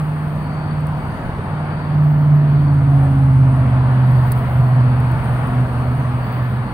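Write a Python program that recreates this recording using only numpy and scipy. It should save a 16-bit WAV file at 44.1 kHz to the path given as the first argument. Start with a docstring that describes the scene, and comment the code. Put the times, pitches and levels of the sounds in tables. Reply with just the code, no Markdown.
"""Drive-by heard from a bicycle

A loud eight-cylinder vehicle passes: sine orders of its engine cycle, bent down in pitch by the pass.
A fainter engine follows; tyres rumble, roar and hiss as shaped noise. The microphone pair rides on a
bicycle on the sidewalk: the chain rustles and ticks, a joint squeaks very high by stick-slip, one part
snaps, joints in the pavement jolt it, wind buffets it. Crickets trill in narrow pulsing noise bands."""
import sys
import numpy as np
from scipy import signal
from scipy.fft import rfft, irfft, next_fast_len
from scipy.io import wavfile
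from scipy.ndimage import uniform_filter1d, map_coordinates

SR = 44100
rng = np.random.default_rng(int(sys.argv[2]) if len(sys.argv) > 2 else 0)


def transcribe(signal):
    """Save signal, clipped to [-1, 1], as a 16-bit WAV file at the path in sys.argv[1]."""
    frames = np.atleast_2d(signal).T
    limited = np.clip(frames, -1, 1)
    pcm = np.round(limited * 32767).astype(np.int16)
    wavfile.write(sys.argv[1], SR, pcm)


def decibels_to_gain(level_db):
    """Convert a level in decibels to a linear amplitude gain (20 dB per decade)."""
    exponent = np.asarray(level_db, float) / 20
    return 10 ** exponent


N = 296793


def unit(x):
    """x at rms 1."""
    return x / np.sqrt(np.mean(x ** 2) + 1e-20)


def along(points, hz):
    """(Hz, value) points interpolated on a log axis."""
    f, v = np.transpose(points)
    return np.interp(np.log(hz + 1), np.log(f + 1), v)


def curves(rows):
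    """One value per sample for each column after the time."""
    s, *cols = np.transpose(rows)
    return [np.interp(np.arange(N) / SR, s, c) for c in cols]


def wobble(knots_per_s):
    """A smooth random curve through normal knots."""
    return map_coordinates(rng.standard_normal(N // 100), [np.arange(N) * knots_per_s / SR])


def bell(centre_s, half_s):
    """A swell of height 1, down to 1/e at half_s either side."""
    return np.exp(-((np.arange(N) / SR - centre_s) / half_s) ** 2)


def filtered(x, response):
    """x times a complex response of frequency."""
    m = next_fast_len(N + 8192)
    return irfft(rfft(x, m) * response(np.fft.rfftfreq(m, 1 / SR)), m)[..., :N]


def rush(spectrum, alike, patchy_db):
    """Stereo noise of rms 1: patches of random gain, a spectrum, a left-right likeness by frequency."""
    z = signal.stft(rng.standard_normal((2, N)), nperseg=512)[2]
    field = uniform_filter1d(rng.standard_normal(z.shape[1:]), size=4, axis=0)
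    field = uniform_filter1d(field, size=16, axis=1)
    pair = signal.istft(z * decibels_to_gain(patchy_db * unit(field)), nperseg=512)[1][:, :N]

    def mid_side(hz):
        turn = np.arccos(np.clip(along(alike, hz), -1, 1)) / 2
        return decibels_to_gain(along(spectrum, hz)) * [np.cos(turn), np.sin(turn)]

    mid, side = filtered(pair, mid_side)
    return unit(np.array([mid + side, mid - side]))


def narrow(hz, half_width_hz):
    """Stereo noise of rms 1 in a narrow band: slow noise on a carrier of fixed or moving pitch."""
    slow = filtered(rng.standard_normal((2, 2, N)), lambda f: np.exp(-(f / half_width_hz) ** 2))
    phase = 2 * np.pi * np.cumsum(hz + np.zeros(N)) / SR
    return unit(slow[0] * np.cos(phase) + slow[1] * np.sin(phase))


def exhaust():
    """Orders of the engine cycle, Doppler-bent; the weak orders flicker most on their way through the air."""
    # firing tone: opens up near 2 s, then fades in and out as reflections interfere: t/s, level/dB
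    firing_level = [(0, -22), (.5, -24), (.9, -21.5), (1.3, -39), (1.55, -25), (1.8, -25.5), (2.0, -14),
                    (2.2, -12), (2.58, -14), (2.72, -11.5), (3.0, -12), (3.42, -10), (3.7, -15),
                    (3.82, -12.5), (4.15, -13), (4.48, -21.5), (4.6, -14), (4.95, -14), (5.2, -19),
                    (5.4, -19), (5.5, -23.5), (5.6, -16), (5.7, -23.5), (5.9, -16.5), (6.1, -22),
                    (6.3, -24), (6.5, -17), (6.73, -27.5)]
    # octave of the firing tone: t/s, level/dB
    octave_level = [(0, -45.5), (1.8, -47), (2.5, -38), (3.0, -29), (3.5, -28), (3.9, -34.5), (4.3, -41),
                    (4.9, -31.5), (5.25, -40.5), (5.55, -31.5), (6.0, -34), (6.73, -42)]
    # uneven cylinders sound orders of the cycle (eight firings): order, level in its group/dB
    low_orders = [(3, -10.5), (4, -9), (5, 0), (6, -19), (7, 2)]
    next_orders = [(9, -1), (10, -18.5)]
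    high_orders = [(11, -9.5), (12, -11.5), (13, -1.5), (14, -7), (15, -5.5), (17, -8), (19, -13),
                   (21, -15.5)]
    # low, next, high group: level when passing/dB, share of the firing tone's swings [1],
    # share of the distance loss [1], gain behind the tailpipe/dB
    group_rules = [(-28.5, .45, 0.38, 1.5), (-26, 0.55, 0.24, 1.5), (-34, 0.35, 0.56, 2.5)]
    pass_s, speed_m_s, miss_m, sound_m_s = 3.1, 34, 26, 343  # speed relative to the bicycle
    firing_at_pass_hz, sag_hz_per_s = 136.4, 0.1  # at the source; revs sag slowly
    waver, flutter_db, scatter_db, drift_db = 0.003, 1.26, 2, 2.1

    t = np.arange(N) / SR - pass_s
    range_m = np.hypot(speed_m_s * t, miss_m)
    behind = speed_m_s * t / range_m  # -1 approaching, 1 receding
    loss_db = 20 * np.log10(miss_m / range_m)
    firing_hz = (firing_at_pass_hz - sag_hz_per_s * t) / (1 + behind * speed_m_s / sound_m_s)
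    cycle_phase = 2 * np.pi * np.cumsum(firing_hz * (1 + waver * wobble(12))) / SR / 8

    def order(k, db, flicker_db):
        level = np.sqrt(2) * decibels_to_gain(db + flicker_db * wobble(9.8))
        return level * np.sin(k * cycle_phase + rng.uniform(0, 2 * np.pi))

    tone_db, octave_db = curves(firing_level)[0], curves(octave_level)[0]
    swing_db = tone_db - tone_db.max()
    drone = order(8, tone_db, flutter_db) + order(16, octave_db, flutter_db)
    for orders, rule in zip((low_orders, next_orders, high_orders), group_rules):
        pass_db, follow, fade, rear_db = rule
        group_db = pass_db + follow * swing_db + fade * loss_db + rear_db * behind
        group_db = group_db + drift_db * wobble(3.0)
        drone += sum(order(round(k), group_db + db, scatter_db) for k, db in orders)
    return drone


def second_engine():
    """A fainter engine nearly keeps its pitch behind the first: one flickering sine at its firing rate."""
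    # t/s, firing f/Hz, level/dB
    firing = [(0, 148, -66.5), (3.8, 148, -55.5), (4.1, 147.5, -28), (4.8, 147.6, -30.5), (5.3, 147, -27.5),
              (5.7, 146, -34.5), (6.1, 144, -30.5), (6.73, 145, -56.5)]
    hz, db = curves(firing)
    return np.sqrt(2) * decibels_to_gain(db + 1.8 * wobble(6.6)) * np.sin(2 * np.pi * np.cumsum(hz) / SR)


def road():
    """Tyres on asphalt: noise in rumble, roar and hiss bands that swell together with the traffic."""
    # t/s, roar level/dB
    traffic = [(0.0, -29.5), (0.03, -34), (1.67, -32), (2.75, -33.5), (3.02, -31.5), (3.37, -34),
               (3.67, -30.5), (5.21, -30), (5.36, -29.5), (6.73, -33)]
    # relative spectra: f/Hz, density/dB per Hz
    rumble_spectrum = [(15, -23), (30, -5), (50, 0), (100, 7), (200, 4.5), (300, -5.5), (420, -17.5),
                       (900, -52)]
    roar_spectrum = [(190, -29), (320, -6.5), (349, -2.5), (548, 0), (636, 3), (891, 3.5), (1130, 1),
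                     (1600, -8), (2080, -40), (3520, -120)]
    hiss_spectrum = [(820, -17.5), (1400, 0), (1580, -4.5), (1730, -1), (2030, -6), (3670, -19.5),
                     (4610, -21), (5140, -28.5), (7000, -54), (9100, -70), (15400, -120)]
    # f/Hz, left-right likeness [1]
    likeness = [(40, 1), (130, 0.93), (300, 1), (600, 1), (1200, .6), (2500, 0.1), (5000, 0.13)]
    rumble_mean_db, rumble_follow, hiss_mean_db, hiss_follow = -27.5, 0.3, -41, 1  # follow: the roar's swings

    roar_db, = curves(traffic)
    busy_db = roar_db - roar_db.mean()
    rumble_db = rumble_mean_db + rumble_follow * busy_db + 0.1 * wobble(2.5)
    quiet_car_db = 2 * bell(6.46, 0.57)  # a quiet car draws level and lifts the hiss
    hiss_db = hiss_mean_db + hiss_follow * busy_db + quiet_car_db + 0.44 * wobble(4.4)
    rumble = decibels_to_gain(rumble_db) * rush(rumble_spectrum, likeness, patchy_db=0.4)
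    roar = decibels_to_gain(roar_db) * rush(roar_spectrum, likeness, patchy_db=0.77)
    hiss = decibels_to_gain(hiss_db) * rush(hiss_spectrum, likeness, patchy_db=1.08)
    return rumble + roar + swells() + hiss


def swells():
    """Hollow swells in the roar: narrow noise bands that grow, glide and fade."""
    # t/s, half length/s, f/Hz, glide/Hz per s, mid level/dB
    bands = [(1.45, .31, 880, -60, -39), (2.304, 0.44, 651, 20, -40), (3.047, .26, 747, 331, -35.5),
             (3.65, 0.22, 671, 30, -37), (4.206, 0.52, 945, 100, -41.5), (4.493, .16, 679, -38, -37.5),
             (5.099, .2, 898, 17.5, -37), (5.5, 0.14, 720, -200, -35.5)]
    out, t = np.zeros((2, N)), np.arange(N) / SR
    for s, half_s, hz, glide, db in bands:
        mid, side = narrow(hz + glide * np.clip(t - s, -1, 1), half_width_hz=hz / 12)
        out += decibels_to_gain(db) * bell(s, half_s) * (mid + 0.29 * np.array([side, -side]))
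    return out


def chain():
    """Noise rustle grained by tiny link clicks follows the pedalling, over the hiss of air and leaves."""
    # relative spectra: f/Hz, density/dB per Hz
    rustle_spectrum = [(5000, -29), (9000, -14), (11500, -1), (13500, 5), (15800, 3)]
    air_spectrum = [(4500, -23.5), (6000, 1), (8000, 5.5), (12000, 12), (15800, 7.5)]
    # pushes on the pedals load the chain: t/s, half length/s, rustle level/dB
    pushes = [(0, .12, -57.5), (.33, .15, -62.5), (0.978, .2, -61.5), (2.2, .25, -59.5), (2.553, .08, -63),
              (3.102, .15, -65.5), (4.296, .25, -53.5), (4.55, .18, -57), (5.301, .3, -59),
              (5.901, .2, -58.5), (6.336, .17, -55)]
    # hiss of air and leaves: t/s, level/dB
    breeze = [(0, -56), (.6, -65.5), (1.5, -68.5), (2.3, -65), (3.1, -59), (3.5, -64), (4.3, -57.5),
              (4.8, -58.5), (5.4, -55), (6.05, -62), (6.73, -59.5)]
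    clicks_per_s, spread_db, click_share, click_t60_s, coast_db = 70, 4, .4, .012, -71

    clicks = (rng.random(N) < clicks_per_s / SR) * decibels_to_gain(spread_db * rng.uniform(-1, 1, N))
    decay = decibels_to_gain(-60 * np.arange(600) / SR / click_t60_s)
    grain = 1 + click_share * unit(np.convolve(clicks, decay)[:N])
    noise = rush(rustle_spectrum, [(9000, .3)], patchy_db=1.5)
    rustle = unit(grain * decibels_to_gain(1.5 * wobble(25)) * noise)
    load = decibels_to_gain(coast_db) + sum(decibels_to_gain(db) * bell(s, half_s) for s, half_s, db in pushes)
    air = rush(air_spectrum, [(9000, .05)], patchy_db=.4)
    return load * rustle + decibels_to_gain(curves(breeze)[0]) * air


def ticks():
    """Chain and frame contacts: a noise puff and a short ring of small metal parts, unlike at each port."""
    # t/s, puff level before colouring/dB, puff t60/s
    contacts = [(0.8064, -32.5, .006), (.8692, -30.5, 0.0089), (1.079, -38.5, .006), (2.2566, -42, .006),
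                (2.7453, -34, 0.0051), (3.564, -36.5, .006), (4.3142, -27, .006), (4.3189, -15, 0.0093),
                (4.3221, -24, 0.016), (4.3284, -36.5, .008), (4.376, -37, .008), (5.003, -33, 0.01),
                (5.1152, -30.5, 0.0083), (5.155, -38, .008), (5.244, -32, .008), (5.376, -39.5, 0.0069),
                (5.472, -35, 0.015), (5.6053, -33.5, 0.0043), (6.323, -33.5, 0.0087)]
    # modes of the small metal parts: f/Hz, relative level/dB, t60/s
    metal = [(4730, -14, .007), (8950, -14.5, 0.011), (11900, -6, .005), (13400, 1, .006),
             (14300, 0.5, .006), (15400, -4.5, .006)]
    # colour of the contact noise: f/Hz, gain/dB
    puff_colour = [(2500, -33.5), (4500, -7.5), (7000, -12.5), (10000, -3), (13000, 2.5), (16000, -0.5)]

    rings, puffs = np.zeros((2, N + SR)), np.zeros((2, N + SR))
    t = np.arange(SR // 20) / SR
    rise = 1 - np.exp(-t / .0005)
    for s, db, t60_s in contacts:
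        ring = np.zeros((2, len(t)))
        for hz, mode_db, mode_t60_s in metal:
            port_db, port_phase = rng.standard_normal((2, 2, 1)) * [[[2.5]], [[.8]]]
            level = decibels_to_gain(mode_db + port_db - 60 * t / mode_t60_s)
            ring += level * np.sin(2 * np.pi * hz * t + port_phase)
        mid, side = rng.standard_normal((2, len(t)))
        puff = mid + .5 * np.array([side, -side])
        ring_share = np.clip((db + 40) / 25, .1, 1)  # light touches hardly set the metal ringing
        at = slice(round(s * SR), round(s * SR) + len(t))
        rings[:, at] += decibels_to_gain(db - 4) * ring_share * ring * rise
        puffs[:, at] += decibels_to_gain(db - 60 * t / abs(t60_s)) * puff * rise
    return rings[:, :N] + filtered(puffs[:, :N], lambda hz: decibels_to_gain(along(puff_colour, hz)))


def squeaks():
    """Fast stick-slip of a joint: four high harmonics of a trembling slip rate, nearer the right port."""
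    # drive level/dB, strongest harmonic [number], path of (t/s, slip rate f/Hz)
    slips = [(-68, 8, [(.4, 1675), (.445, 1570), (.47, 1516)]), (-62, 8, [(2.01, 1684), (2.03, 1805),
             (2.07, 1810), (2.113, 1900), (2.153, 1690), (2.176, 1945), (2.205, 1830), (2.235, 1975),
             (2.295, 2040), (2.325, 1950), (2.375, 1640), (2.43, 1450)]), (-62, 8, [(2.48, 1460),
             (2.505, 1555), (2.525, 1530), (2.55, 1411)]), (-57, 7, [(4.06, 1560), (4.085, 1680),
             (4.108, 1900), (4.14, 1914), (4.155, 1964), (4.17, 1900), (4.2, 1600)]),
             (-58.5, 8, [(4.51, 1575), (4.58, 1555), (4.612, 1925), (4.65, 1574), (4.668, 1710),
             (4.715, 1240)]), (-58.5, 8, [(6.22, 1940), (6.25, 1890), (6.28, 2100), (6.3, 2150),
             (6.33, 1960), (6.355, 1937), (6.395, 1650), (6.425, 1800), (6.455, 1700), (6.485, 1700),
             (6.505, 1780), (6.53, 1700), (6.57, 1700), (6.59, 1440)])]
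    # the joint radiates only very high: f/Hz, gain/dB
    body = [(9500, -30), (11200, -1), (13000, 0), (16000, 0)]
    harmonic_db = [-8, -8, 0, -13]  # two below the strongest, itself, one above

    out, t = np.zeros(N), np.arange(N) / SR
    tremble_hz = 8 * wobble(350)
    flicker_db = 3 * np.array([wobble(140) for k in range(4)])
    flicker_db += 5 * np.array([wobble(14), wobble(14), .3 * wobble(14), wobble(14)])  # come and go
    for db, strongest, path in slips:
        s, hz = np.transpose(path)
        on = slice(round(s[0] * SR), round(s[-1] * SR))
        phase = 2 * np.pi * np.cumsum(np.interp(t[on], s, hz) + tremble_hz[on]) / SR
        fade = signal.windows.tukey(len(phase), .1)
        for k, rel_db in enumerate(harmonic_db):
            level = np.sqrt(2) * decibels_to_gain(db + rel_db + flicker_db[k, on])
            out[on] += level * np.sin((round(strongest) + k - 2) * phase) * fade
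    return filtered(out, lambda f: decibels_to_gain(along(body, f))) * decibels_to_gain([[-8], [0]])


def bumps():
    """Wheels over pavement joints: a decaying low sine push with a dull knock of the frame."""
    # t/s, push level/dB, relative knock strength [1]
    jolts = [(1.262, -14, 0.32), (1.293, -10.5, 0.11), (1.386, -19.5, 0.57), (1.393, -15, 0.54),
             (1.482, -18, 0.18), (1.532, -18.5, 0.15)]
    push_hz, push_t60_s, knock_hz, knock_t60_s = 130, 0.06, 400, 0.016
    out, t = np.zeros(N), np.arange(SR // 10) / SR
    push = np.sin(2 * np.pi * push_hz * t)
    thud = decibels_to_gain(-60 * t / knock_t60_s) * np.sin(2 * np.pi * knock_hz * t)  # the push decay shortens it more
    for s, db, knock in jolts:
        out[round(s * SR):][:len(t)] += decibels_to_gain(db - 60 * t / push_t60_s) * (push + 1.6 * knock * thud)
    return out


def crickets():
    """Near singers trill in narrow bands, pulsing with their wing strokes, over a wide steady chorus."""
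    # t/s, half length/s, f/Hz, level/dB
    trills = [(.58, 0.23, 4520, -54.5), (1.1, .15, 4640, -59), (1.8, 0.25, 4580, -57),
              (2.63, 0.18, 4460, -57), (4.15, .3, 4530, -58.5), (4.9, 0.32, 4440, -58.5),
              (5.8, .15, 4360, -60), (6.3, .15, 4540, -55.5), (6.72, 0.088, 4380, -57)]
    strokes_hz, depth, chorus_db = 44, 0.17, -62
    stroke_phase = 2 * np.pi * np.cumsum(strokes_hz * (1 + .08 * wobble(6))) / SR
    strokes = 1 + depth * np.sin(stroke_phase)
    near = sum(decibels_to_gain(db) * bell(s, half_s) * narrow(hz, half_width_hz=130) for s, half_s, hz, db in trills)
    return strokes * near + decibels_to_gain(chorus_db) * narrow(4500, half_width_hz=390)


def headwind():
    """The air of the ride buffets each port almost on its own: gusting low noise."""
    # relative spectrum: f/Hz, density/dB per Hz
    buffet = [(12, -20.5), (30, -2), (60, 1.5), (110, -10), (250, -43)]
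    return decibels_to_gain(-42 + 2.8 * wobble(3.06)) * rush(buffet, [(40, 0.043)], patchy_db=3.5)


def scene():
    """Road sounds arrive from the right, so later at the left port; the bicycle is all around."""
    lag_s, side = 1.3e-4, np.array([[-1], [1]])
    traffic = exhaust() + second_engine() + road()
    traffic = filtered(traffic, lambda hz: np.exp(1j * np.pi * hz * lag_s * side))
    return traffic + crickets() + chain() + ticks() + squeaks() + bumps() + headwind()


def roll_off(x):
    """The treble ends steeply here."""
    return signal.sosfilt(signal.butter(12, 16500, fs=SR, output="sos"), x)


def record(dry):
    """Each microphone port has its own resonance; nothing passes above the band limit."""
    # port responses: f/Hz, gain/dB
    left_port = [(60, 1), (150, -0.55), (400, 2.5), (800, 1.5), (3000, 4.5), (6200, -1.5), (7500, 0),
                 (8400, 12), (9000, 15.5), (9700, 8.5), (10800, 1.5), (13500, -3), (15800, -2.5)]
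    right_port = [(60, 1.5), (150, 1.07), (400, 1.5), (800, -0.85), (3000, 3), (6200, -1), (7500, -8),
                  (11000, -10), (12000, -5), (14000, -1.5), (15800, 2.5)]
    top_hz = 15830
    mix = filtered(dry, lambda hz: decibels_to_gain([along(left_port, hz), along(right_port, hz)]) * (hz < top_hz))
    return roll_off(mix)


dry = scene()
out = record(dry)
transcribe(out)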